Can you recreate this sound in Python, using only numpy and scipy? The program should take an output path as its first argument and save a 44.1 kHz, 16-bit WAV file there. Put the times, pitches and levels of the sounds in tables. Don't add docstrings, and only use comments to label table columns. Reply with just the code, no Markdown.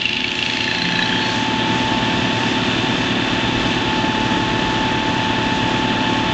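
import sys
import numpy as np
from scipy import signal
from scipy.fft import rfft, irfft
from scipy.io import wavfile
from scipy.ndimage import map_coordinates

SR = 44100
rng = np.random.default_rng(int(sys.argv[2]) if len(sys.argv) > 2 else 0)


def dump(signal):
    limited = np.clip(np.atleast_2d(signal).T, -1, 1)
    pcm = np.round(limited * 32767).astype(np.int16)
    wavfile.write(sys.argv[1], SR, pcm)


N = 279153
TIME = np.arange(N) / SR
GEAR_TEETH = 24


def undb(db):
    return 10 ** (np.asarray(db) / 20)


def unit(x):
    return x / np.sqrt(np.mean(x ** 2))


def colour(x, points, skirt_db_per_oct=36):
    hz, db = np.transpose(points)
    octave = np.log2(np.maximum(np.arange(len(x) // 2 + 1) * SR / len(x), 1))
    outside = np.abs(octave - np.clip(octave, np.log2(hz[0]), np.log2(hz[-1])))
    gain = undb(np.interp(octave, np.log2(hz), db) - skirt_db_per_oct * outside)
    return unit(irfft(rfft(x) * gain, len(x)))


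def walk(rate_hz):
    knots = rng.standard_normal(4096)
    coarse = map_coordinates(knots, [TIME[::32] * rate_hz + 2], order=3, mode="wrap")
    return np.interp(TIME, TIME[::32], coarse)


def ramp(start_s, length_s):
    return np.clip((TIME - start_s) / length_s, 0, 1)


def swell(middle_s, length_s):
    return np.cos(np.pi * np.clip((TIME - middle_s) / length_s, -0.5, 0.5))


def add(track, start_s, sound):
    i = max(int(start_s * SR), 0)
    track[i:i + len(sound)] += sound[:N - i]


def load_db(idle_db, full_db, ease_db=0, curve=1.5):
    load = 1 - (1 - ramp(0, length_s=1.77)) ** curve
    return idle_db + (full_db - idle_db) * load + ease_db * ramp(start_s=3.8, length_s=0.38)


def tones(turns, orders, waver_db, flutter_rad, spread_cycles=1):
    out = 0
    for order, db in orders:
        phase = 2 * np.pi * (order * turns + spread_cycles * rng.random()) + flutter_rad * walk(9)
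        out = out + undb(db + waver_db * walk(6)) * np.sin(phase)
    return unit(out)


def clatter(turns, repeat_share):
    cycle = rng.standard_normal(2400)
    looped = map_coordinates(cycle, [turns / 2 % 1 * len(cycle)], order=3, mode="grid-wrap")
    return np.sqrt(repeat_share) * unit(looped) + np.sqrt(1 - repeat_share) * rng.standard_normal(N)


def stones(rate_hz, scatter_db):
    hit = rng.random(N) < rate_hz / SR
    size = undb(scatter_db * np.minimum(rng.exponential(size=N), 5))
    return unit(hit * size * rng.choice([-1, 1], N))


def pick_ring(t, hz, glide, peak_s):
    pitch_hz = hz * (1 + glide * (np.exp(-t / 0.0044) - 0.4))
    envelope = t / peak_s * np.exp(1 - t / peak_s)
    return envelope * np.sin(2 * np.pi * (np.cumsum(pitch_hz) / SR + rng.random()))


def hum(turns):
    orders = [(2.25, -5), (3, -6.5), (10, 1)]
    return undb(-39.5) * tones(turns, orders, waver_db=2.0, flutter_rad=0.22)


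def chassis(start_db=-50.5, full_db=-37, build_s=3.6):
    # f/Hz, relative level/dB
    spectrum = [(20, -17), (35, -2), (58, 1.5), (75, -3.5), (100, -9.5)]
    db = start_db + (full_db - start_db) * ramp(0, build_s)
    return colour(rng.standard_normal(N), spectrum) * undb(db + 1.2 * walk(3.2))


def panel(start_s=0.66, attack_s=0.091, hold_s=0.25, release_s=0.34, rise_hz_per_s=11):
    envelope = ramp(start_s, attack_s) * (1 - ramp(start_s + attack_s + hold_s, release_s))
    hz = 170.8 + rise_hz_per_s * (TIME - start_s)
    boom = np.sqrt(2) * np.sin(2 * np.pi * np.cumsum(hz) / SR)
    return envelope * undb(-30.5 + 1.3 * walk(12)) * boom


def diesel(turns, throb=0.12, lope=0.059):
    # crank order, relative level/dB
    exhaust_orders = [(3, -6), (4, -15.5), (4.5, -11), (5, -5), (6, -2.5), (7, -1), (7.5, -9), (8, -6.5),
                      (9, -8), (10, -12), (12, -17), (18, -12), (20.5, -16.5), (23, -23.5), (30, -11.5)]
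    # crank order, relative level/dB
    pump_orders = [(1.625, -22.5), (3.25, -1.5), (6.5, -2.5)]
    # f/Hz, relative level/dB
    rumble_spectrum = [(55, -23), (85, -6), (115, -2.5), (140, -2), (170, -1), (260, 1), (350, -1),
                       (430, -11), (600, -27)]
    exhaust = tones(turns, exhaust_orders, waver_db=1.5, flutter_rad=0.19, spread_cycles=0.37)
    pump = tones(turns, pump_orders, waver_db=-1.0, flutter_rad=0.21)
    beat = 1 + throb * np.cos(2 * np.pi * turns) + lope * np.cos(np.pi * turns)
    rumble = colour(clatter(turns, repeat_share=0.1), rumble_spectrum) * beat
    drone = undb(-2) * exhaust + undb(-9) * pump + undb(-4) * rumble
    return undb(load_db(-33, -22, curve=1.16)) * drone


def gears(turns, tight_rad=0.041, loose_rad=0.91, dip_db=-6.5):
    # harmonic, level/dB, change with slack/(dB/rad), base flutter/rad
    overtones = [(2, -35, 1, 0.31), (3, -37, 6, 0.27), (4, -40, 11, 0.36)]
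    loose = ramp(start_s=1.94, length_s=0.6) * (1 - ramp(start_s=3.79, length_s=0.1))
    slack_rad = tight_rad + (loose_rad - tight_rad) * loose
    whine_db = load_db(-39, -24, ease_db=-0.86, curve=1.4) + dip_db * loose
    waver_db = (0.24 + 1.6 * loose) * walk(12)
    phase = 2 * np.pi * GEAR_TEETH * turns
    out = undb(whine_db + waver_db) * np.sin(phase + slack_rad * walk(45))
    overtone_gain = undb(0.7 * (whine_db - np.median(whine_db)))
    for harmonic, db, db_per_rad, flutter_rad in overtones:
        gain = overtone_gain * undb(db + db_per_rad * slack_rad + 0.51 * walk(25))
        out = out + gain * np.sin(harmonic * phase + flutter_rad * (1 + slack_rad) * walk(50))
    return np.sqrt(2) * out


def dragging():
    # centre t/s, length/s, f/Hz, width/Hz, level/dB
    squeals = [(.332, 0.22, 7130, 35.2, -50), (.75, 0.39, 4140, 400, -30), (1.0, 0.16, 3950, 302, -28.5),
               (1.004, .48, 1720, 150, -31), (1.124, 0.18, 3165, 398, -26), (1.26, .22, 4350, 200, -31)]
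    out = 0
    for middle_s, length_s, hz, width_hz, db in squeals:
        phase = 2 * np.pi * hz * TIME
        band = walk(width_hz) * np.cos(phase) + walk(width_hz) * np.sin(phase)
        out = out + undb(db) * swell(middle_s, length_s) * band
    return out


def pings():
    # t/s, f/Hz, level/dB
    hits = [(.243, 2300, -16), (.499, 2630, -15), (.6416, 2818, -17), (0.6769, 1760, -15),
            (0.8184, 4110, -14), (0.9563, 3820, -20), (1.0248, 3890, -14)]
    out = np.zeros(N)
    for start_s, hz, db in hits:
        add(out, start_s, undb(db) * pick_ring(TIME[:SR // 20], hz, glide=0.05, peak_s=0.0026))
    return out


def chatter(count=39, gap_s=0.037967, gap_shrink_s=0.0001412, crack_s=0.0016, spacing_s=0.0122):
    # f/Hz, relative level/dB
    crack_spectrum = [(900, -20), (1700, -5), (2700, 4), (3600, 4), (4300, 3.5), (5200, -4), (6600, -13),
                      (8000, -34), (9000, -44)]
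    # f/Hz, start level/dB, end level before fade/dB, pitch fall/(Hz/s)
    modes = [(1782, -30, -12.5, 87), (2400, -27, -21.5, 430), (2771, -11.5, -25, 200),
             (3390, -23.5, -22, 220), (4415, -30.5, -20, 400), (6230, -39.5, -33, 550)]
    out = np.zeros(N)
    t = TIME[:SR // 20]
    noise = colour(rng.standard_normal(N), crack_spectrum)
    crack_envelope = t / crack_s * np.exp(1 - t / crack_s)
    for n in range(count):
        start_s = 0.0162 + n * gap_s - gap_shrink_s * n ** 2 / 2
        crack_db = -21.5 - 14 * max(start_s - 0.61, 0)
        buried_db = -21 * max(start_s - 0.97, 0)
        for k, pick_db in enumerate((0, -10, -10)):
            strike = undb(crack_db) * np.roll(noise, rng.integers(N))[:len(t)] * crack_envelope
            for hz, start_db, end_db, fall_hz_per_s in modes:
                pitch_hz = (hz - fall_hz_per_s * start_s) * (1 + 0.024 * rng.standard_normal())
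                db = start_db + (end_db - start_db) * n / count + 2.5 * rng.standard_normal()
                strike = strike + undb(db) * pick_ring(t, pitch_hz, glide=0.078, peak_s=0.002)
            lag_s = k * (spacing_s + 0.00065 * rng.standard_normal())
            add(out, start_s + lag_s, strike * undb(buried_db + pick_db))
    return out


def milling(turns):
    # f/Hz, relative level/dB
    crunch_spectrum = [(250, -18.5), (430, -1.5), (520, -0.5), (700, -0.5), (920, 3), (1030, -4),
                       (1300, -2.5), (1550, -2), (1750, 1.5), (1950, -3.5), (2300, -29), (4000, -38)]
    # f/Hz, relative level/dB
    scrape_spectrum = [(1000, -34.5), (1800, -8), (2150, -4.5), (2400, 0), (2700, 1), (3100, 1.5),
                       (3500, 0.5), (3750, -4), (4100, -6.5), (4400, -14), (5200, -19.5), (7000, -45)]
    # f/Hz, relative level/dB
    grit_spectrum = [(2590, -34.5), (4400, 1), (5360, -3), (6140, -3.5), (7080, -6.5), (7840, -15.5),
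                     (8800, -32), (11400, -66), (19400, -120)]
    # centre t/s, length/s, rise/dB
    surges = [(0.552, 1, 3), (1.34, 0.28, 4.5), (2.45, 0.26, 2)]
    crunch = colour(clatter(turns, repeat_share=0.23), crunch_spectrum)
    crunch *= undb(load_db(-42, -31) + 5.5 + 0.39 * walk(20))
    scrape = colour(stones(rate_hz=7000, scatter_db=2.0), scrape_spectrum)
    scrape *= undb(load_db(-24, -23, ease_db=-1.2) - 1.92 + 0.5 * walk(60))
    surge_db = sum(db * swell(middle_s, length_s) for middle_s, length_s, db in surges)
    hiss = colour(stones(rate_hz=5000, scatter_db=1.0), grit_spectrum)
    hiss *= undb(load_db(-45, -39.5, ease_db=-0.4) + surge_db + 1.5 + 0.91 * walk(7.3))
    return crunch + scrape + hiss


def scene():
    # t/s, tooth-mesh f/Hz
    speed = [(0.0, 867.6), (0.65, 873.7), (0.85, 872.5), (2.25, 882.3), (2.6, 887), (3.82, 878.8),
             (3.93, 873), (4.7, 877), (6.3, 875.6)]
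    mesh_hz = np.interp(TIME, *np.transpose(speed))
    turns = np.cumsum(mesh_hz / GEAR_TEETH) / SR
    machine = hum(turns) + diesel(turns) + gears(turns) + chassis() + panel()
    cutting = milling(turns) + chatter() + pings() + dragging()
    return (machine + cutting)[None]


def record(dry, top_hz=8700):
    return signal.sosfilt(signal.ellip(8, 0.2, 70, top_hz, fs=SR, output="sos"), dry)


dry = scene()
out = record(dry)
dump(out)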